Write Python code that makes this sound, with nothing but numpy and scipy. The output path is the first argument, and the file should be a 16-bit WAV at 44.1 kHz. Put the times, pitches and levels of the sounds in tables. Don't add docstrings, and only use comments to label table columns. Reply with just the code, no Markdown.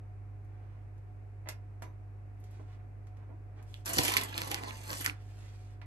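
import sys
import numpy as np
from scipy import signal
from scipy.fft import rfft, irfft
from scipy.io import wavfile

SR = 44100
rng = np.random.default_rng(int(sys.argv[2]) if len(sys.argv) > 2 else 0)


def generate_wav(signal):
    frames = np.transpose(np.atleast_2d(signal))
    scaled = np.clip(frames, -1, 1) * 32767
    pcm = np.round(scaled).astype(np.int16)
    wavfile.write(sys.argv[1], SR, pcm)


N = 258426
TIME, HZ = np.arange(N) / SR, np.fft.rfftfreq(N, 1 / SR)

# (frequency [Hz], lead of the left port [rad])
PORT_PHASE = [(0, 0), (300, -.3), (700, -2.35), (1500, -2.4), (2840, -2.9), (4480, -6.1), (5200, -9),
              (6300, -5.9), (8100, -5.9), (9040, -7.4), (10200, -9.4), (11800, -12), (16000, -12.6)]
# (frequency [Hz], relative density [dB per Hz])
FILM_SPECTRUM = [(500, -20), (1200, -3), (2300, -1), (4600, -1), (6500, -3), (9000, -5), (11500, -2),
                 (12600, -12), (14000, -36)]


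def pats(pat_db=0, tick_db=0):
    # (time [s], attack level [dB], tilt [dB/octave], decay constant [s], main click amplitude [0-1])
    landings = [(1.459, -53.5, -0.5, 0.014, 0.34), (1.473, -46.5, 1, 0.0057, 0.92),
                (1.489, -42.5, 3.5, 0.0036, 0.67), (1.8222, -45, -0.5, 0.0035, 0.67),
                (1.832, -54, -2.5, .006, 0.2), (2.596, -54, -6, 0.0047, .3), (3.292, -59, -6.5, .016, .1),
                (5.816, -51.5, 5, 0.0033, 0.57)]
    # (frequency [Hz], relative density [dB per Hz])
    pat_spectrum = [(120, -15), (330, -3), (520, -3.5), (750, -0.5), (1050, 0), (1500, -9.5), (2200, -7),
                    (3100, -19.5), (4300, -23.5), (9000, -46)]
    # (frequency [Hz], width [Hz], height [dB])
    tray_resonances = [(312, 39, 5.5), (440, 110, 1), (630, 80, 6.5), (815, 110, -3.5), (990, 68, 4),
                       (1190, 74, -3.5), (1396, 45, 7), (1670, 90, 4.5), (2000, 96, 4), (2280, 110, -0.5),
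                       (2880, 170, 1)]
    # (time [s], attack level [dB], tilt [dB/octave], decay constant [s])
    partings = [(0.447, -75.5, 4, .002), (.979, -73, -1.5, 0.0022), (1.4737, -61, -7, 0.0033),
                (1.488, -36.5, 0, 0.0015), (1.491, -62, 17, 0.00088), (1.8219, -51.5, -0.5, 0.0082),
                (2.402, -68, 18, 0.002), (2.44, -62, -1, 0.0036), (2.51, -67.5, 9, 0.0014),
                (3.07, -62, -4.5, 0.0023), (3.170, -66.5, -4.5, 0.0027), (3.627, -62.5, 5, .0014)]
    # (frequency [Hz], relative density [dB per Hz])
    tick_spectrum = [(300, -20), (900, 0), (2100, -1), (3000, -3.5), (4300, -3), (6000, 1.5), (8500, -2.5),
                     (11800, 0.5), (14000, -22.5)]

    knocks, ticks = np.zeros((2, N))
    for s, db, brightness, decay, hardness in landings:
        impact = burst(decay, length=4096, main_click=hardness)
        knock = colour(impact, tilted(pat_spectrum, brightness))
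        add(knocks, s, struck(knock, db + pat_db))
    for s, db, brightness, decay in partings:
        release = burst(decay, length=4096, main_click=0.414)
        tick = colour(release, tilted(tick_spectrum, brightness))
        add(ticks, s, struck(tick, db + tick_db))
    return ringing(knocks, tray_resonances) + ticks


def rubs(rub_db=-1, arch_power=1.0, flutter_db=2.0, wander_db_per_octave=2.5):
    # (middle time [s], length [s], level before the arch [dB], mean tilt [dB/octave])
    strokes = [(0.67, .44, -70, -9), (2.532, 0.35, -72.5, 0), (2.717, 0.11, -68, -3.5),
               (2.804, 0.11, -70, -10.5), (3.22, 0.16, -65.5, -12), (3.598, 0.103, -63.5, -7),
               (3.74, 0.2, -68, 4.5), (5.157, .16, -68.5, -2), (5.366, 0.37, -67.5, 3),
               (5.564, 0.45, -69, 1.5)]
    # (frequency [Hz], relative density [dB per Hz])
    friction_spectrum = [(600, -5), (1500, 2), (4500, -5), (8000, -8.5), (11500, -17), (13500, -28)]

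    out = np.zeros(N)
    for side in (-1, 1):
        grain = grains(per_s=4600, spread_db=5.0) * gain_of(flutter_db * drift(18))
        for middle, length, db, brightness in strokes:
            start = max(middle - length / 2, 0)
            contact = grain[round(start * SR):][:round(length * SR)]
            spectrum = tilted(friction_spectrum, brightness + side * wander_db_per_octave)
            fizz = evened(colour(contact, spectrum))
            arch = (1 - np.linspace(-1, 1, len(fizz)) ** 2) ** arch_power
            add(out, start, gain_of(db + rub_db) * arch * fizz)
    return out / np.sqrt(2)


def digging(crinkle_db=-2.0, shuffle_db=-2.0, clump_db=2, crackle_db=-4.0, crackles_per_s=140):
    # (frequency [Hz], relative density [dB per Hz])
    cheese_spectrum = [(50, -22), (135, -4), (190, -9), (285, -3), (380, -4), (500, -7), (620, -5),
                       (850, -3), (1080, -2), (1400, -11), (2500, -30)]

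    film_level, cheese_level, tilt = grip()
    clumping_db = clump_db * drift(80)
    film = 0
    for hz in np.geomspace(1000, 12000, num=18):
        crease = [(hz / 2, -28), (hz / 1.15, -10), (hz, 0), (hz * 1.15, -10), (hz * 2, -28)]
        clicks = grains(per_s=110 * (hz / 2000) ** 1.2, spread_db=3.5)
        clicks = clicks * gain_of(clumping_db + 2.6 * drift(35))
        film = film + colour(clicks * gain_of(tilt * np.log2(hz / 4000)), crease)
    film = evened(colour(film, FILM_SPECTRUM))
    cheese = grains(per_s=450, spread_db=3) * gain_of(clumping_db)
    cheese = evened(colour(cheese, cheese_spectrum))
    crackle = evened(colour(grains(per_s=crackles_per_s, spread_db=1), FILM_SPECTRUM))
    crackle_gain = gain_of(crackle_db + np.minimum(tilt, 0) / 2)
    plastic = film * gain_of(crinkle_db) + crackle * crackle_gain
    return plastic * film_level + cheese * cheese_level * gain_of(shuffle_db)


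def grip(attack_s=0.035, release_db_per_s=150, leave_s=0.0043):
    # (entry time [s], exit time [s])
    bag_visit = (3.85, 5.11)
    # (start time [s], hold from the start [s], level [dB], tilt [dB/octave], cheese relative to film [dB])
    grabs = [(3.832, 0.16, -45, 2, 1.5), (3.931, 0.18, -36, -0.2, -5), (4.08, 0.13, -47, -4.5, 3.5),
             (4.245, 0.14, -57.5, -16, -1.5), (4.335, 0.11, -45.5, -4, 0.5), (4.481, 0.061, -45.5, -4, 1.5),
             (4.607, 0.071, -50.5, -6, -2.5), (4.76, .09, -57.5, -2.5, -13), (4.863, 0.076, -43.5, 0, -5.5),
             (4.961, 0.034, -46, 9, -6)]
    resting_film_db, resting_cheese_db = -56.5, -54.5

    enter, leave = bag_visit
    film, cheese, tilt = gain_of(resting_film_db) ** 2, gain_of(resting_cheese_db) ** 2, 0
    for start, hold, db, brightness, weight_db in grabs:
        attack = np.clip((TIME - start) / attack_s, 0, 1)
        release_db = release_db_per_s * np.maximum(TIME - start - hold, 0)
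        power = (attack * gain_of(db - release_db)) ** 2
        film = film + power
        cheese = cheese + power * gain_of(weight_db) ** 2
        tilt = tilt + brightness * power
    inside = (TIME > enter) * np.exp(-np.maximum(TIME - leave, 0) / leave_s)
    return np.sqrt(film) * inside, np.sqrt(cheese) * inside, tilt / film


def folding(x, patchy_db=2.0, patch_hz=280, patch_s=0.038):
    hz, t, z = signal.stft(x, SR, nperseg=1024, noverlap=768)
    along_hz = np.exp(-(np.fft.fftfreq(len(hz), hz[1]) * patch_hz * 2) ** 2)
    along_s = np.exp(-(np.fft.fftfreq(len(t), t[1]) * patch_s * 2) ** 2)
    noise = np.fft.fft2(rng.standard_normal(z.shape))
    patches = evened(np.fft.ifft2(noise * np.outer(along_hz, along_s)).real)
    shaped = z * evened(gain_of(patchy_db * patches))
    return signal.istft(shaped, SR, nperseg=1024, noverlap=768)[1][:N]


def snaps(snap_db=-0.93, ring_octaves=0.4, top_db=-7.0):
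    # (time [s], attack level [dB], ring frequency [Hz], decay constant [s], ring peak height [dB])
    buckles = [(3.742, -41.5, 3310, 0.0013, 21), (3.8582, -36.5, 5150, 0.0031, 11),
               (3.879, -35.5, 4500, 0.0015, 7), (3.892, -36, 2000, 0.0032, -1),
               (3.934, -30.5, 6370, 0.0029, 10), (3.9708, -43, 4500, 0.00071, 6.5),
               (3.9841, -19.5, 5100, 0.0017, 11.5), (3.988, -19.5, 4300, 0.00063, 9),
               (3.998, -39, 4300, .001, 9.5), (4.027, -33, 5000, .0012, -2), (4.034, -29, 5500, 0.0025, 10),
               (4.05, -26.5, 3520, 0.0023, 6.5), (4.054, -35, 2600, 0.00078, 11.5),
               (4.0809, -24.5, 2750, .0017, 7), (4.1198, -29, 2080, 0.0017, 5),
               (4.1388, -26.5, 4200, 0.0012, 7.5), (4.168, -17, 2250, 0.0012, 11),
               (4.172, -21.5, 4730, 0.0018, 9), (4.182, -28.5, 4350, 0.00086, 18),
               (4.2124, -31.5, 3600, 0.0018, 11), (4.2356, -33, 9100, 0.002, 6),
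               (4.3429, -37, 3960, 0.00067, 19), (4.347, -48, 3700, .001, 22),
               (4.3788, -27, 3760, 0.0015, 8.5), (4.418, -29, 2600, 0.00092, -1),
               (4.436, -41, 4000, 0.00048, 17), (4.475, -39.5, 4200, 0.0021, 5),
               (4.51, -39.5, 2500, 0.0027, 11), (4.515, -29, 3520, 0.0016, 6),
               (4.5446, -25.5, 5400, 0.0011, 7.5), (4.6365, -38.5, 4500, 0.00046, -5),
               (4.683, -42.5, 3900, 0.0015, 17), (4.7082, -38.5, 2480, 0.00056, 18),
               (4.884, -56, 2600, 0.0014, 18), (4.9044, -35, 5130, 0.00051, 20),
               (4.931, -32.5, 6750, 0.0012, 7.5), (5.008, -39.5, 1450, 0.0034, 10),
               (5.045, -34.5, 2400, 0.0031, 11.5), (5.053, -34, 1300, 0.002, 29),
               (5.0618, -24.5, 5920, 0.0014, 10), (5.062, -26, 1900, 0.00078, 22),
               (5.0765, -29, 1440, 0.00059, 28), (5.0975, -30, 2500, 0.0002, 26)]
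    run_s, treble_db_per_doubling, room_db_per_doubling = 0.0017, 9.5, 10.5

    near, send = np.zeros((2, N))
    hz = np.geomspace(100, 20000, num=80)
    for s, db, ring_hz, decay, ring_db in buckles:
        doublings = np.log2(decay / run_s)
        treble_db = top_db + treble_db_per_doubling * doublings
        body = read([(200, -22.0), (900, -5.5), (1700, 2), (4500, -4.5),
                     (8000, treble_db), (12000, treble_db + 8.0), (14500, treble_db - 21.5)], hz)
        ring = ring_db / (1 + (np.log2(hz / ring_hz) / ring_octaves) ** 2)
        clicks = burst(decay, length=2048, main_click=0.56)
        snap = struck(colour(clicks, np.transpose([hz, body + ring])), db + snap_db)
        add(near, s, snap)
        add(send, s, gain_of(room_db_per_doubling * doublings) * snap)
    return near, send


def scrapes(scrape_db=-2.0, slips_per_s=420, q=15):
    # (start time [s], length [s], ring frequency [Hz], level [dB])
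    drags = [(3.848, 0.073, 1550, -50), (3.88, 0.058, 732, -46), (4.049, .06, 3220, -45),
             (4.105, 0.059, 996, -39), (4.202, 0.032, 1970, -46.5), (4.298, 0.084, 2865, -54.5),
             (4.402, .045, 840, -49), (4.493, 0.049, 816, -43.5), (4.538, 0.031, 2980, -53),
             (4.704, .05, 1740, -57), (4.87, 0.074, 1530, -51.5), (4.989, 0.14, 1574, -57)]

    out, slips = np.zeros(N), grains(per_s=slips_per_s, spread_db=1.5)
    for start, length, hz, db in drags:
        drag = slips[round(start * SR):][:round(length * SR)]
        drag = np.pad(drag * signal.windows.tukey(len(drag)), (0, SR // 10))
        ring = signal.lfilter(*signal.iirpeak(hz, q, SR), drag)
        rms = np.sqrt(np.sum(ring ** 2) / (length * SR))
        add(out, start, gain_of(db + scrape_db) * ring / rms)
    return out


def bumps(bump_db=0, push_s=0.00051):
    # (time [s], peak level [dB])
    blows = [(3.972, -22.5), (3.984, -23), (3.989, -15.5), (4.381, -37.5), (4.417, -35.5), (4.516, -35),
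             (4.927, -32), (5.006, -36.5), (5.079, -37)]
    # (frequency [Hz], relative level [dB], 60 dB decay time [s])
    counter_modes = [(74, -7, 0.063), (141, 1.5, 0.065), (286.7, 3.5, 0.061), (355, 2.5, 0.042),
                     (485, 4.5, 0.049), (680, 3, 0.03), (732, 2, 0.04), (954, 0.5, 0.12),
                     (995, -6.5, 0.075)]

    out, t = np.zeros(N), np.arange(SR // 3) / SR
    knock = 0
    for hz, db, t60 in counter_modes:
        knock = knock + gain_of(db - 60 * t / t60) * np.sin(2 * np.pi * hz * t)
    knock = knock * (1 - np.exp(-t / push_s))
    for s, db in blows:
        add(out, s, gain_of(db + bump_db) * knock / abs(knock).max())
    return out


def ports(x, obliqueness=1):
    right = rfft(x) * np.exp(-1j * obliqueness * read(PORT_PHASE, HZ))
    return np.array([x, irfft(right, N)])


def in_kitchen(direct, send):
    # (frequency [Hz], left minus right [dB])
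    port_balance = [(60, -6), (250, -8), (700, -4), (1300, -0.5), (2400, -8), (4400, 2.5), (8000, 0)]

    paths = [send * np.sqrt(2 / 3) * np.cos(np.pi * (4 * TIME + k / 3)) for k in range(3)]
    replies = [sum(signal.oaconvolve(path, tail())[:N] for path in paths) for port in direct]
    room = widened(*replies)
    lean = read(port_balance, HZ) / 2
    return irfft(rfft(direct + room) * gain_of([lean, -lean]), N)


def tail(early_db=-7, early_s=0.008):
    # (frequency [Hz], 60 dB decay time [s])
    room_decay = [(150, 0.32), (600, 0.27), (2500, 0.19), (7000, 0.12), (14000, 0.11)]

    hz, t, z = signal.stft(rng.standard_normal(SR // 2), SR, nperseg=256)
    decay = gain_of(-60 * t / read(room_decay, hz)[:, None])
    taps = signal.istft(z * decay, SR, nperseg=256)[1]
    taps *= np.minimum(np.arange(len(taps)) / SR / 0.00061, 1) ** 2
    taps /= np.linalg.norm(taps)
    echoes = (SR * early_s * rng.uniform(.1, 1, size=4)).astype(int)
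    taps[echoes] += gain_of(early_db) * rng.choice([-1, 1], size=4) / 2
    return taps / np.linalg.norm(taps)


def widened(a, b):
    # (frequency [Hz], likeness [0-1])
    channel_likeness = [(60, 0), (130, 0.3), (290, 0.4), (640, 0.11), (3000, 0), (8400, 0.05), (9900, 1),
                        (11000, 0.92), (12000, 0.7), (16000, .9)]

    same = np.clip(read(channel_likeness, HZ), 0, 1)
    right = same * rfft(a) + np.sqrt(1 - same ** 2) * rfft(b)
    right = right * np.exp(-1j * read(PORT_PHASE, HZ))
    return np.array([a, irfft(right, N)])


def fridge(waver_db=0.38, wander=0.041, lean_db=0.7, whine_wander=1.0):
    # (mean frequency [Hz], mean level before the port lean [dB rms])
    hum_lines = [(49.4, -54), (99.93, -45.5), (132.7, -68), (299.5, -76), (399.4, -77)]
    whine_hz, whine_db = 730, -71.5

    hum = 0
    for hz, db in hum_lines:
        level = gain_of(db + waver_db * drift(2))
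        phase = 2 * np.pi * (hz * TIME + rng.random()) + wander * drift(3.4)
        hum = hum + level * np.sin(phase)
    whine_phase = 2 * np.pi * whine_hz * TIME + whine_wander * drift(0.83)
    whine = gain_of(whine_db + 2.5 * drift(17.0)) * np.sin(whine_phase)
    return np.sqrt(2) * (hum + whine) * gain_of([[-lean_db], [lean_db]])


def air(air_db=0.66, rumble_db=-60, swell_db=0.04):
    # (frequency [Hz], relative density [dB per Hz])
    air_spectrum = [(120, -11), (190, -6), (300, -3.5), (480, -8), (720, -9.5), (1100, -15.5),
                    (2400, -21.5), (3300, -37), (4500, -38), (8000, -41), (11500, -40), (13500, -50.5)]
    # (frequency [Hz], relative density [dB per Hz])
    rumble_spectrum = [(12, -34.5), (24, -8.5), (36, -23.5), (70, 13), (110, 6.5), (160, 0), (240, -48)]

    noises = []
    for _ in range(2):
        hiss = evened(colour(rng.standard_normal(N), air_spectrum))
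        rumble = evened(colour(rng.standard_normal(N), rumble_spectrum))
        noises.append(gain_of(-62 + air_db) * hiss + gain_of(rumble_db) * rumble)
    return widened(*noises) * gain_of(swell_db * drift(2.7))


def burst(decay, length, main_click):
    run = rng.standard_normal(length) * np.exp(-np.arange(length) / SR / max(decay, 1e-4))
    run /= np.linalg.norm(run)
    run[0] = main_click
    for _ in range(4):
        run = irfft(np.exp(1j * np.angle(rfft(run, 2 * length))))[:length]
    return run


def struck(sound, db):
    return gain_of(db) * sound / np.sqrt(np.mean(sound[:132] ** 2))


def grains(per_s, spread_db):
    size = gain_of(spread_db * np.minimum(rng.exponential(1, N), 4))
    return evened(size * rng.choice([-1, 1], N) * (rng.random(N) < per_s / SR))


def ringing(x, resonances):
    hz = np.linspace(0, SR / 2, num=2049)
    db = sum(height / (1 + (2 * (hz - centre) / width) ** 2) for centre, width, height in resonances)
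    return colour(x, np.transpose([hz, db]))


def colour(x, spectrum):
    db = np.maximum(read(spectrum, abs(np.fft.fftfreq(4096, 1 / SR))), -100)
    log_gain = np.log(gain_of(db))
    taps = np.fft.ifft(np.exp(np.conj(signal.hilbert(log_gain)))).real
    return signal.oaconvolve(x, taps[:len(taps) // 2])[:len(x)]


def tilted(spectrum, db_per_octave):
    return [(hz, db + db_per_octave * np.log2(hz / 1000)) for hz, db in spectrum]


def drift(rate_hz):
    return evened(irfft(rfft(rng.standard_normal(N)) * np.exp(-(HZ / rate_hz) ** 2), N))


def gain_of(db):
    return 10 ** (np.asarray(db) / 20)


def evened(x):
    return x / np.sqrt(np.mean(x ** 2) + 1e-20)


def read(points, hz):
    f, value = np.transpose(points)
    return np.interp(np.log(hz + 1), np.log(f + 1), value)


def add(mix, s, sound):
    part = mix[round(s * SR):][:len(sound)]
    part += sound[:len(part)]


def scene(dig_room_db=-2, pat_room_db=0.5, bump_room_db=-7, snap_room_db=-3,
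          pizza_obliqueness=0.4, pizza_lean_db=1):
    # (frequency [Hz], width [Hz], height [dB])
    bag_resonances = [(292, 82, 2.5), (574, 78, -1), (840, 45, 0), (1050, 98, 0.5), (1230, 180, -2),
                      (1555, 33, -3.5), (2180, 300, 1), (2940, 190, 1.5), (3830, 260, -3.5)]

    pizza = pats() + rubs()
    handling = ringing(folding(digging()), bag_resonances) + scrapes()
    cracks, cracks_sent = (ringing(x, bag_resonances) for x in snaps())
    knocks = bumps()
    send = gain_of(dig_room_db) * handling + gain_of(pat_room_db) * pizza
    send += gain_of(bump_room_db) * knocks + gain_of(snap_room_db) * cracks_sent
    direct = ports(handling + knocks + cracks)
    direct += ports(pizza, pizza_obliqueness) * gain_of([[-pizza_lean_db], [pizza_lean_db]])
    return in_kitchen(direct, send) + fridge() + air()


def record(dry):
    # (frequency [Hz], level [dB])
    top_end = [(12200, -1), (13200, -16), (14500, -28.5), (16000, -16)]
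    bass_cut_hz, edge_hz = 36, 15700

    dry = irfft(rfft(dry) * gain_of(read(top_end, HZ)), N)
    dry = signal.sosfilt(signal.butter(4, bass_cut_hz, "high", fs=SR, output="sos"), dry)
    band_limit = signal.firwin(511, edge_hz, window=("kaiser", 9), fs=SR)
    return signal.oaconvolve(dry, band_limit[None], "same")


dry = scene()
out = record(dry)
generate_wav(out)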